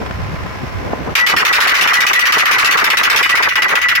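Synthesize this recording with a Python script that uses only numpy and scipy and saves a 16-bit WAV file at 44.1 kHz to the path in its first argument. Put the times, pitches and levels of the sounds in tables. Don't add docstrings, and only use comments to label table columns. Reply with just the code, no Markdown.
import sys
import numpy as np
from scipy import signal
from scipy.fft import rfft, irfft
from scipy.io import wavfile

SR = 44100
rng = np.random.default_rng(int(sys.argv[2]) if len(sys.argv) > 2 else 0)


def log_audio(samples):
    frames = np.atleast_2d(samples).T
    limited = np.clip(frames, -1, 1)
    pcm = np.round(limited * 32767).astype(np.int16)
    wavfile.write(sys.argv[1], SR, pcm)


N = 176400

BLOW_S, ATTACK_S, SCATTER_DB = .2, .0014, 2
PITCH_WOBBLE = .002

# t/s, thud level/dB, treble level/dB, lowest ringing note's level/dB, clatter length/s
BLOWS = [(1.1522, -6, 0.5, 8, 0.059), (1.264, 3, 5.5, -0.5, 0.045), (1.3634, -0.5, 2.5, -3.0, 0.041),
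         (1.449, -3, 1, 2.5, 0.035), (1.527, -4, 2, -9, 0.034), (1.603, -4, 0.5, -14, 0.034),
         (1.672, -3.5, -0.0, -0.5, 0.031), (1.741, -5, -1.5, -2, 0.051), (1.8095, -3.5, 3.5, -15, 0.021),
         (1.8735, -3.5, -1, 2, 0.021), (1.932, -3.5, 3, 8.5, 0.029), (2.0035, -4, 1, -4, 0.016),
         (2.065, -3.5, 1.5, -32, 0.021), (2.131, 0.5, 3, 11.5, 0.033), (2.1903, -4.5, 4.5, 8, 0.02),
         (2.2544, -6, 1, 0.5, 0.016), (2.3217, 1.5, 6, 3, 0.019), (2.381, -4, 2, 2, 0.023),
         (2.4545, -3, -2.5, 3.5, 0.027), (2.511, -2.5, 2.5, 1.5, 0.031), (2.5825, -5.5, 0.5, -17, 0.03),
         (2.6448, -5, 2.5, 4, 0.022), (2.7092, -1.5, 0.5, 0, 0.019), (2.7716, -1.5, -1, -1, 0.028),
         (2.841, -1, 2.5, -2, 0.013), (2.901, -2.5, 3.5, 2.5, 0.0093), (2.97, -2, 3.5, -5, 0.016),
         (3.0315, -4, 0.5, 0.5, 0.02), (3.098, -2.5, 0, -2, 0.031), (3.16, 2.5, 6, -0.5, 0.025),
         (3.227, -9.5, 4, -5.5, 0.0043), (3.292, -1, 0.5, 8.5, 0.021), (3.3524, -3.5, -1.5, 1.5, 0.022),
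         (3.424, -0.5, -1.5, 2.5, 0.023), (3.486, -18.5, -4, -6.5, 0.0079), (3.5546, -5, -2.5, 6.5, 0.0058),
         (3.62, 5, 2.5, 13.5, 0.013), (3.681, 2, -1, 3.5, 0.027), (3.753, -2, 1, 3.5, 0.0017),
         (3.8137, -15, -8.5, 6.5, 0.019), (3.8843, -15.5, -5, -2, 0.014), (3.951, -16.5, -4.5, 6.5, 0.0054)]
# f/Hz, relative level/dB
CLANG_SPECTRUM = [(60, -27), (200, -19.5), (450, -11.5), (800, -10.5), (1200, 4.5), (2300, 6), (3500, -7.5),
                  (5000, -12), (6800, -13), (8000, -49), (10500, -13), (14000, -34), (16500, -16)]
# f/Hz, extra time/s
LINGER = [(200, 0.03), (800, 0.034), (1400, 0.027), (2300, 0.021), (4000, 0.0026)]
# f/Hz, fade/(dB per s)
HOLD_FADE = [(200, -58), (900, 0), (1500, 105), (2500, 210), (5000, 163)]
def clang():
    thud_below_hz, treble_above_hz, ripple_spacing_hz = 1300, 2270, 75
    flicker_db, flicker_hz, release_db_per_s = 2.2, 85, 406
    crack_db, crack_s, swell_db, swell_s = 3.5, .009, 9, .006
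    out, t = np.zeros((2, N)), np.arange(int(BLOW_S * SR)) / SR
    clatter, attack = drift(flicker_hz), 1 - np.exp(-t / ATTACK_S)
    for hz, noise in bands(CLANG_SPECTRUM):
        flicker = from_db(flicker_db * (clatter + drift(flicker_hz)) / np.sqrt(2))
        thud = 1 / (1 + (hz / thud_below_hz) ** 6)
        treble = 1 / (1 + (treble_above_hz / hz) ** 6)
        linger_s, fade_db_per_s = at_hz(LINGER, hz), at_hz(HOLD_FADE, hz)
        shared = .3 * treble
        crack = crack_db * (hz > 2 * treble_above_hz) * np.exp(-t / crack_s)
        noise = steel_resonances(noise, depth_db=2.5 * treble, spacing_hz=ripple_spacing_hz)
        band, offsets = np.zeros((2, N)), rng.integers(0, N - len(t), len(BLOWS))
        for (start_s, thud_db, treble_db, _, clatter_s), i in zip(BLOWS, offsets):
            held_s = np.minimum(t, clatter_s + linger_s)
            fade_db = fade_db_per_s * held_s + release_db_per_s * (t - held_s)
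            arrival_s = clatter_s + linger_s + .004 * rng.normal()
            swell = np.exp(-.5 * ((t - arrival_s) / swell_s) ** 2) - .5
            sweep_db = (swell_db + 2 * SCATTER_DB * rng.normal()) * (1 - treble) * swell
            db = thud * thud_db + treble * treble_db + crack + sweep_db - fade_db
            waves = np.sqrt(shared) * noise[:, -len(t):] + np.sqrt(1 - shared) * noise[:, i:i + len(t)]
            if hz > thud_below_hz:
                waves = steel_resonances(waves, depth_db=6 * treble, spacing_hz=2 * ripple_spacing_hz)
            add(band, start_s, attack * from_db(db) * waves)
        out += band * flicker
    return from_db(10) * out


def steel_resonances(noise, depth_db, spacing_hz):
    size = noise.shape[1]
    hz = np.arange(size // 2 + 1) * SR / size
    grid_hz = np.arange(0, SR / 2, spacing_hz)
    ripple_db = depth_db * np.clip(rng.normal(size=len(grid_hz)), -2, 2)
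    ripple = from_db(np.interp(hz, grid_hz, ripple_db))
    return rms_one(irfft(rfft(noise) * ripple, size)) * np.std(noise)


# f/Hz, relative level/dB
POST_NOTES = [(1959, 2.5), (2966, -18), (3578, -25), (4378, -27), (5394, -28), (5884, -23), (6881, -29),
              (8626, -37)]
def post_ring():
    ring_s, choke_s, detune = .19, .00043, .00155
    out, t = np.zeros((2, N)), np.arange(int(BLOW_S * SR)) / SR
    gaps_s = np.diff([blow[0] for blow in BLOWS] + [N / SR + BLOW_S])
    lowest_hz = POST_NOTES[0][0]
    for hz, note_db in POST_NOTES:
        for (start_s, _, treble_db, lowest_db, clatter_s), gap_s in zip(BLOWS, gaps_s):
            peak_s = clatter_s + at_hz(LINGER, hz)
            if hz == lowest_hz:
                rise, blow_db = np.minimum(t / peak_s, 1) ** 2, lowest_db
            else:
                rise, blow_db = 1 - np.exp(-t / ATTACK_S), treble_db + 2 * SCATTER_DB * rng.normal()
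            fade = from_db(-60 * np.maximum(t - peak_s, 0) / ring_s)
            choke = np.exp(-np.maximum(t - gap_s, 0) / choke_s)
            db = note_db + blow_db + SCATTER_DB * rng.normal(size=(2, 1))
            pitch_hz = hz + lowest_hz * detune * rng.normal()
            cycles = pitch_hz * t + rng.random() + .5 * rng.random((2, 1))
            add(out, start_s, from_db(db) * rise * fade * choke * np.sin(2 * np.pi * cycles))
    return out


# f/Hz, relative level/dB
ENGINE_SPECTRUM = [(30, -52), (80, 4.5), (200, -11.5), (1200, -11), (2200, -14), (3200, -25.5),
                   (5500, -29.5), (7200, -38.5), (8200, -51), (11500, -40), (16000, -45)]
# f/Hz, level/dB
ENGINE_TONES = [(65, -38), (1023, -44)]
def engine():
    t, firing_hz = np.arange(N) / SR, ENGINE_TONES[0][0]
    pulse_db = np.sin(2 * np.pi * firing_hz * t) + drift(75)
    roar = from_db(-29.5 + pulse_db) * sum(noise for _, noise in bands(ENGINE_SPECTRUM))
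    tones = 0
    for hz, db in ENGINE_TONES:
        cycles = np.cumsum(hz * (1 + PITCH_WOBBLE * drift(20))) / SR + .3 * rng.random((2, 1))
        tones += np.sqrt(2) * from_db(db + 2 * drift(26)) * np.sin(2 * np.pi * cycles)
    return roar + tones


# f/Hz, level/dB
PUMP_WHINE = [(5211, -56), (6019, -62)]
def pump(valve_opens_s=.89):
    working = np.arange(N) / SR > valve_opens_s
    hz, db = np.array(PUMP_WHINE)[working.astype(int)].T
    cycles = np.cumsum(hz * (1 + PITCH_WOBBLE * drift(17.6))) / SR + rng.random((2, 1)) / 2
    return np.sqrt(2) * from_db(db + 2 * drift(16)) * np.sin(2 * np.pi * cycles)


PUFF_TIMES = [0.062, 0.11]
def wind_puffs(decay_s=.006):
    t = np.arange(N) / SR
    puffs = sum((t > start_s) * np.exp(-np.abs(t - start_s) / decay_s) for start_s in PUFF_TIMES)
    return from_db(-21) * puffs * band_noise(500, 1800)


# f/Hz, relative level/dB
WIND_SPECTRUM = [(25, -34), (65, -20), (130, -2.5), (300, -11.5), (1500, -25)]
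# t/s, level/dB, half length/s, top f/Hz
GUSTS = [(0.012, -25, 0.027, 550), (0.265, -26.5, 0.13, 130), (0.64, -22.5, 0.0084, 315),
         (0.769, -24.5, 0.03, 103), (0.903, -27, 0.091, 660), (0.934, -14.5, 0.0035, 930),
         (1.011, -24, 0.0044, 400), (1.083, -21.5, 0.019, 890), (1.358, -9.5, 0.018, 367)]
def wind(rumble_db=-33, swing_db=5):
    t, cutoff_hz = np.arange(N) / SR, WIND_SPECTRUM[-1][0]
    out = from_db(rumble_db + swing_db * drift(18)) * sum(noise for _, noise in bands(WIND_SPECTRUM))
    for peak_s, db, half_s, top_hz in GUSTS:
        out += from_db(db) * np.exp(-.5 * ((t - peak_s) / half_s) ** 2) * band_noise(49, top_hz)
    return signal.sosfilt(signal.butter(2, cutoff_hz, fs=SR, output="sos"), out)


def from_db(db):
    return 10 ** (np.asarray(db) / 20)


def rms_one(x):
    return x / np.sqrt(np.mean(x ** 2) + 1e-20)


def at_hz(table, hz):
    table_hz, values = np.array(table).T
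    return np.interp(np.log(hz), np.log(table_hz), values)


def drift(rate_hz):
    step, warm_up = 40, 2000
    pole = np.exp(-2 * np.pi * step * rate_hz / SR)
    noise = rng.standard_normal(N // step + warm_up + 2)
    slow = signal.lfilter([1], [1, -2 * pole, pole * pole], noise)[warm_up:]
    return np.interp(np.arange(N) / step, np.arange(len(slow)), rms_one(slow))


def smooth(x, seconds):
    pole = np.exp(-1 / (seconds * SR))
    return signal.lfilter([1 - pole], [1, -pole], x)


def band_noise(low_hz, high_hz, likeness=.019):
    bandpass = signal.butter(2, [low_hz, high_hz], "band", fs=SR, output="sos")
    mid, side = signal.sosfilt(bandpass, rng.standard_normal((2, N)))
    return rms_one(np.sqrt(1 + likeness) * mid + np.sqrt(1 - likeness) * side * [[1], [-1]])


def bands(spectrum):
    edges_hz = np.geomspace(25, 17000, 27)
    centres_hz = np.sqrt(edges_hz[1:] * edges_hz[:-1])
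    gains = from_db(at_hz(spectrum, centres_hz)) * np.sqrt(np.diff(edges_hz))
    for hz, gain, low, high in zip(centres_hz, gains / np.linalg.norm(gains), edges_hz, edges_hz[1:]):
        yield hz, gain * band_noise(low, high)


def add(out, start_s, sound):
    i = int(start_s * SR)
    out[:, i:i + sound.shape[1]] += sound[:, :N - i]


def scene():
    return clang() + post_ring() + engine() + pump() + wind_puffs() + wind()


def record(dry):
    limit_db, boost_db, recovery_db_per_s = -12.5, 2.5, 142
    detect_s, grab_s, cutoff_hz = .0037, .0052, 16750
    t = np.arange(N) / SR
    level_db = 10 * np.log10(smooth(np.mean(dry ** 2, axis=0), detect_s) + 1e-12)
    excess_db, recovery_db = np.maximum(level_db - limit_db, 0), recovery_db_per_s * t
    duck_db = np.maximum.accumulate(excess_db + recovery_db) - recovery_db
    early_duck_db = np.interp(t + 2 * grab_s, t, smooth(duck_db, grab_s))
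    rounded = np.tanh(dry * from_db(boost_db - early_duck_db))
    return signal.sosfilt(signal.cheby2(20, 70, cutoff_hz, fs=SR, output="sos"), rounded)


dry = scene()
out = record(dry)
log_audio(out)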